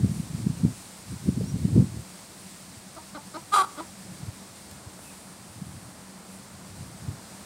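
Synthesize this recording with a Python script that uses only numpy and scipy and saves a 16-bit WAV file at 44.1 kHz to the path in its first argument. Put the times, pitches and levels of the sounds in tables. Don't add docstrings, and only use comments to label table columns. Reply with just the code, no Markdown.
import sys
import numpy as np
from scipy import signal
from scipy.fft import rfft, irfft
from scipy.io import wavfile
from scipy.ndimage import uniform_filter1d

SR = 44100
rng = np.random.default_rng(int(sys.argv[2]) if len(sys.argv) > 2 else 0)


def wrap_up_sound(samples):
    columns = np.atleast_2d(samples).T
    tamed = np.clip(columns, -1, 1)
    steps = np.round(tamed * 32767).astype(np.int16)
    wavfile.write(sys.argv[1], SR, steps)


N = 328545
TIME = np.arange(N) / SR

# (peak time [s], level [dB], half length [s])
GUSTS = [(0.007, -23.5, 0.082), (0.15, -31, 0.063), (0.485, -30.5, 0.14), (0.67, -23.5, 0.031),
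         (1.125, -29.5, 0.034), (1.285, -25, 0.041), (1.408, -24, 0.042), (1.548, -23, 0.058),
         (1.658, -29, 0.059), (1.769, -17.5, 0.07), (1.971, -32.5, 0.036), (4.13, -44.5, .08),
         (4.267, -40.5, 0.056), (4.76, -52, 0.12), (5.7, -43, .17), (6.55, -41.5, .025),
         (6.792, -39.5, 0.13), (7.087, -35.5, 0.052)]
# (time [s], peak level [dB], centre [Hz])
EDDIES = [(0.037, -12.5, 123), (.046, -11.5, 203), (.118, -20.5, 171), (0.201, -20, 177),
          (.311, -25.5, 157), (.348, -22, 151), (0.469, -12, 178), (.502, -17, 187), (0.637, -12, 177),
          (0.65, -9.5, 181), (1.29, -10.5, 189), (1.382, -21.5, 242), (1.411, -25, 403),
          (1.441, -18.5, 154), (1.543, -16, 161), (1.653, -11, 168), (1.765, -11.5, 273), (1.78, -6, 180),
          (1.802, -11, 178), (1.843, -18.5, 182), (2.776, -37.5, 106), (4.233, -28, 147),
          (4.287, -24.5, 106), (4.872, -34, 94), (5.622, -26, 180), (7.09, -22.5, 136)]
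# (frequency [Hz], level [dB])
WIND_SPECTRUM = [(25, -16), (50, -9), (95, 4), (160, 1.5), (230, -5), (320, -11.5), (450, -24.5),
                 (700, -36), (1200, -44), (3000, -84)]
# (time [s], far noise level [dB], hiss level [dB])
BED_LEVELS = [(0, -50, -47.5), (1.5, -51, -48), (3.0, -51.5, -49.5), (4.1, -50, -49), (5.1, -50, -50.5),
              (5.7, -50.5, -52), (7.45, -49, -48.7)]
# (frequency [Hz], level [dB])
FAR_SPECTRUM = [(25, -20), (60, -2.5), (120, 2), (200, 4), (290, 2), (420, -3.5), (650, -1.5), (1100, -4),
                (1800, -9.5), (2800, -19), (5000, -19.5), (12000, -52)]
# (frequency [Hz], level [dB])
HISS_SPECTRUM = [(1200, -9.5), (2200, -3.5), (3100, -6), (4500, -1.5), (6500, -3.5), (8700, 1.5),
                 (10000, -5), (11500, -10), (14000, -13.5), (16000, -15.5)]
# (peak time [s], level [dB], half length [s])
RUSTLES = [(0.165, -51, 0.089), (.8, -53.5, 0.11), (1.56, -66, .07), (2.43, -56, .1), (5.06, -51, 0.091),
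           (5.238, -58, 0.11), (5.7, -56.5, 0.36), (6.348, -54, 0.056)]
# (frequency [Hz], level [dB])
LEAF_SPECTRUM = [(1500, -32), (2500, -3), (4500, -10), (7000, -1), (9300, 8), (11500, -3.5), (16000, -11)]
# (time [s], level [dB], pitch [Hz])
WHISTLES = [
    [(1.36, -70, 4500), (1.41, -60, 4800), (1.44, -60, 5100), (1.465, -56, 5550), (1.505, -51, 5720),
     (1.522, -66, 5650)],
    [(5.03, -68, 2750), (5.07, -57, 2620), (5.11, -58, 2520), (5.14, -70, 2480)],
]
# (delay [s], gain [ratio])
REFLECTIONS = [(.0025, .15), (.0051, .07), (.118, .02)]
# (frequency [Hz], time to fall 60 dB [s])
ECHO_T60 = [(200, 1), (1200, 0.54), (4000, 0.058), (12000, 0.031)]
# (start [s], beak open [s], effort [dB], swell while open [dB], end pitch [Hz],
# rise while open [share of pitch], beak opening [ratio], neck posture [ratio])
CLUCKS = [(2.962, 0.0216, -40.5, 2.5, 313, -0.088, 0.93, 1.07),
          (3.145, 0.031, -37.5, 1, 292.6, -0.055, 1.05, 0.99), (3.339, 0.031, -34, 5.5, 331, .12, 1, 1.02),
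          (3.772, 0.033, -32, 9, 330, 0.16, 1, 0.89)]
# (centre [Hz], width [Hz], level [dB])
CLUCK_THROAT = [(310, 180, 9), (650, 490, 8.5), (1250, 360, 10.5), (2090, 98, -5), (4000, 780, -6.5),
                (5100, 490, -13)]
# (time [s], effort [dB], pitch [Hz], roughness [0-1], beak opening [ratio])
SQUAWK = [(3.516, -46, 385, .1, .97), (3.525, -28, 398, .15, 1.0), (3.541, -15.5, 416, .28, 1.04),
          (3.564, -15.8, 418, .65, 1.01), (3.586, -17.3, 386, .3, .97), (3.623, -20.5, 376, .18, .95),
          (3.626, -30, 375, .85, .97), (3.647, -28.5, 385, .85, .97), (3.657, -48, 380, .5, .95)]
# (centre [Hz], width [Hz], level [dB])
SQUAWK_THROAT = [(412, 70, -24), (1030, 175, -6), (1254, 265, 0), (1400, 89, -36), (2230, 230, -22),
                 (3460, 620, -19.5), (3910, 130, -14.5), (4080, 170, -16.5), (4540, 850, -22),
                 (6050, 470, -28), (7680, 2500, -26), (9020, 2000, -25), (11700, 720, -37)]
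# (time [s], dip [dB], half length [s])
CATCHES = [(3.546, -9, .0016), (3.5565, -15, .0022), (3.5675, -8, .002), (3.5792, -8, .001)]
# (time [s], level [dB], centre [Hz], width [Hz], decay [s])
CLICKS = [(4.712, -41, 7500, 16000, .004), (4.991, -31, 600, 700, .0018)]


def from_db(db):
    return 10 ** (np.asarray(db) / 20)


def unit(x):
    return x / np.sqrt(np.mean(x ** 2) + 1e-20)


def on_log_axis(points, hz):
    f, value = np.transpose(points)
    return np.interp(np.log(hz + 1), np.log(f + 1), value)


def curves(rows, t):
    s, *columns = np.transpose(rows)
    return [np.interp(t, s, c) for c in columns]


def add(mix, s, sound):
    part = mix[max(round(s * SR), 0):][:len(sound)]
    part += sound[:len(part)]


def butter(x, kind, hz, order):
    return signal.sosfilt(signal.butter(order, hz, kind, fs=SR, output="sos"), x)


def noise(spectrum):
    gain = from_db(on_log_axis(spectrum, np.fft.rfftfreq(N, 1 / SR)))
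    return unit(irfft(rfft(rng.standard_normal(N)) * gain, N))


def wander(t, rate_hz):
    return np.interp((t - t[0]) * rate_hz, np.arange(2048), rng.standard_normal(2048))


def levelled(x, span_s):
    size = max(int(span_s * SR), 8)
    power = uniform_filter1d(uniform_filter1d(x ** 2, size), size)
    return x / np.sqrt(abs(power) + 1e-14)


def resonance(x, hz, width):
    turn = np.exp(2j * np.pi * np.cumsum(hz * np.ones(len(x))) / SR)
    r = np.exp(-np.pi * width / SR)
    return 2 * (turn * signal.lfilter([(1 - r) ** 2], [1, -2 * r, r * r], x / turn)).real


def wind(breeze_db=-58, light_air_db=-45.5, gust_db=-1, lumpy_db=5.5, eddy_db=1, eddy_cycles=.88):
    gusts = [from_db(db) * np.exp(-abs((TIME - s) / half) ** 1.18) for s, db, half in GUSTS]
    flow = np.sqrt(from_db(breeze_db) ** 2 + sum(gust ** 2 for gust in gusts))
    brisk = noise(WIND_SPECTRUM)
    light = unit(butter(noise(WIND_SPECTRUM), "lowpass", hz=150, order=1))
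    share = flow / (flow + from_db(light_air_db))
    turbulence = levelled(np.sqrt(share) * brisk + np.sqrt(1 - share) * light, span_s=.04)
    pressure = turbulence * flow * from_db(gust_db + lumpy_db * np.tanh(wander(TIME, 70)))
    t = np.arange(-.03, .03, 1 / SR)
    for (s, db, hz), phase in zip(EDDIES, rng.random(len(EDDIES))):
        swing = np.cos(2 * np.pi * (hz * t + phase)) / np.cosh(t * hz / eddy_cycles * 2)
        add(pressure, s + t[0], from_db(db + eddy_db) * swing)
    pressure += .7 * butter(pressure ** 2, "highpass", hz=200, order=4)
    return butter(pressure, "highpass", hz=68, order=3)


def background(drone_db=-53):
    far_db, hiss_db = curves(BED_LEVELS, TIME)
    far = noise(FAR_SPECTRUM) * from_db(far_db + .5 * wander(TIME, 14))
    hiss = noise(HISS_SPECTRUM) * from_db(hiss_db + .63 * wander(TIME, 22))
    drone = unit(resonance(rng.standard_normal(N), hz=191.3, width=22))
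    return far + hiss + from_db(drone_db) * drone


def leaves():
    level = sum(from_db(db) * np.exp(-((TIME - s) / half) ** 2) for s, db, half in RUSTLES)
    return noise(LEAF_SPECTRUM) * level


def small_bird(waver_hz=90):
    out = np.zeros(N)
    for contour in WHISTLES:
        t = np.arange(contour[0][0], contour[-1][0], 1 / SR)
        db, hz = curves(contour, t)
        cycles = np.cumsum(hz + waver_hz * wander(t, 430)) / SR
        add(out, t[0], from_db(db) * unit(np.sin(2 * np.pi * cycles)))
    return out


def reflections(x):
    out = np.zeros(N)
    for delay, gain in REFLECTIONS:
        add(out, delay, gain * x)
    return out


def yard_echo(x, taps_per_s=2000, predelay_s=.008):
    taps = rng.standard_normal(SR) * (rng.random(SR) < taps_per_s / SR)
    taps *= np.arange(SR) > predelay_s * SR
    hz, t, spectrum = signal.stft(taps, SR, nperseg=256)
    decay = from_db(-60 * t / on_log_axis(ECHO_T60, hz)[:, None])
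    tail = signal.istft(spectrum * decay, SR, nperseg=256)[1]
    return signal.fftconvolve(x, tail / np.linalg.norm(tail))[:N]


def cluck(start, open_s, effort_db, swell_db, pitch_hz, rise, opening,
          attack_s=.0045, shut_s=.0056, tail_s=.04, fade_db_per_s=482):
    t = np.arange(0, open_s + tail_s, 1 / SR)
    to_go, after = np.maximum(1 - t / open_s, 0), np.maximum(t - open_s, 0)
    shut = np.clip((t - open_s) / shut_s + .5, 0, 1)
    attack_db = 20 * np.log10(np.clip(t / attack_s, .05, 1))
    db = effort_db + attack_db - swell_db * to_go - .5 * shut - fade_db_per_s * after
    rough = np.interp(shut, [0, 1], [.35, .15])
    beak = np.interp(shut, [0, 1], [opening, .643])
    return start + t, db, pitch_hz * (1 - rise * to_go), rough, beak


def syrinx(t, hz, rough, jitter, shimmer):
    cycles = np.cumsum(hz) / SR
    uneven = cycles + jitter * rough * (wander(t, 350) + .5 * wander(t, 138.3))
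    pulses = sum(np.cos(2 * np.pi * k * uneven) for k in range(1, 40) if k != 3)
    pulses *= 1 + shimmer * rough * wander(t, 416)
    pulses += (1 - rough ** 2) * np.cos(2 * np.pi * 3 * cycles)
    puffs = (.71 + np.exp(-(cycles % 1) / .38)) * rng.standard_normal(N)[:len(t)]
    return unit(pulses), unit(puffs)


def voice(t, effort_db, hz, rough, beak, throat, neck,
          edge_db, jitter, shimmer, rasp, muffle_db, strain, notch_hz=1740):
    pulses, puffs = syrinx(t, hz, rough, jitter, shimmer)
    body, edge = 0, 0
    for centre, width, db in throat:
        airy = np.clip(rasp * rough + (centre / 4800) ** 2, 0, .95)
        drive = from_db(db) * (np.sqrt(1 - airy ** 2) * pulses + airy * puffs)
        if centre < notch_hz:
            body += resonance(drive, centre * beak, width)
        else:
            edge += resonance(drive, centre * neck, width) * from_db(muffle_db * (beak - 1))
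    notch = signal.iirnotch(notch_hz, notch_hz / 400, SR)
    body, edge = signal.lfilter(*notch, [body, edge])
    edge = edge / np.std(body) * from_db(edge_db + strain * (effort_db - effort_db.max()))
    catch_db = sum(db * np.exp(-((t - s) / half) ** 2) for s, db, half in CATCHES)
    body = levelled(body, span_s=.002) * from_db(catch_db)
    call = from_db(effort_db) * (body + edge) * signal.windows.tukey(len(t), .05)
    return butter(call, "highpass", hz=.75 * hz.min(), order=4)


def rooster(squawk_trim_db=-1.1):
    out = np.zeros(N)
    for *row, neck in CLUCKS:
        t, *controls = cluck(*row)
        add(out, t[0], voice(t, *controls, CLUCK_THROAT, neck, edge_db=2,
                             jitter=.11, shimmer=.7, rasp=.75, muffle_db=35, strain=.1))
    t = np.arange(SQUAWK[0][0], SQUAWK[-1][0], 1 / SR)
    squawk = voice(t, *curves(SQUAWK, t), SQUAWK_THROAT, neck=1, edge_db=-3.8,
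                   jitter=.13, shimmer=.9, rasp=1, muffle_db=20, strain=-.08)
    add(out, t[0], from_db(squawk_trim_db) * squawk)
    return out


def clicks():
    out, t = np.zeros(N), np.arange(2048) / SR
    for s, db, hz, width, decay in CLICKS:
        burst = levelled(resonance(rng.standard_normal(len(t)), hz, width), span_s=.0068)
        add(out, s, from_db(db) * burst * np.exp(-t / decay))
    return out


def scene(echo_send_db=-27):
    birds = rooster() + small_bird()
    birds = birds + reflections(birds) + from_db(echo_send_db) * yard_echo(birds)
    return (birds + wind() + leaves() + background() + clicks())[None]


def record(dry):
    high_cut = signal.firwin(601, cutoff=15850, window=("kaiser", 9), fs=SR)
    return signal.oaconvolve(dry, high_cut[None], "same")


dry = scene()
out = record(dry)
wrap_up_sound(out)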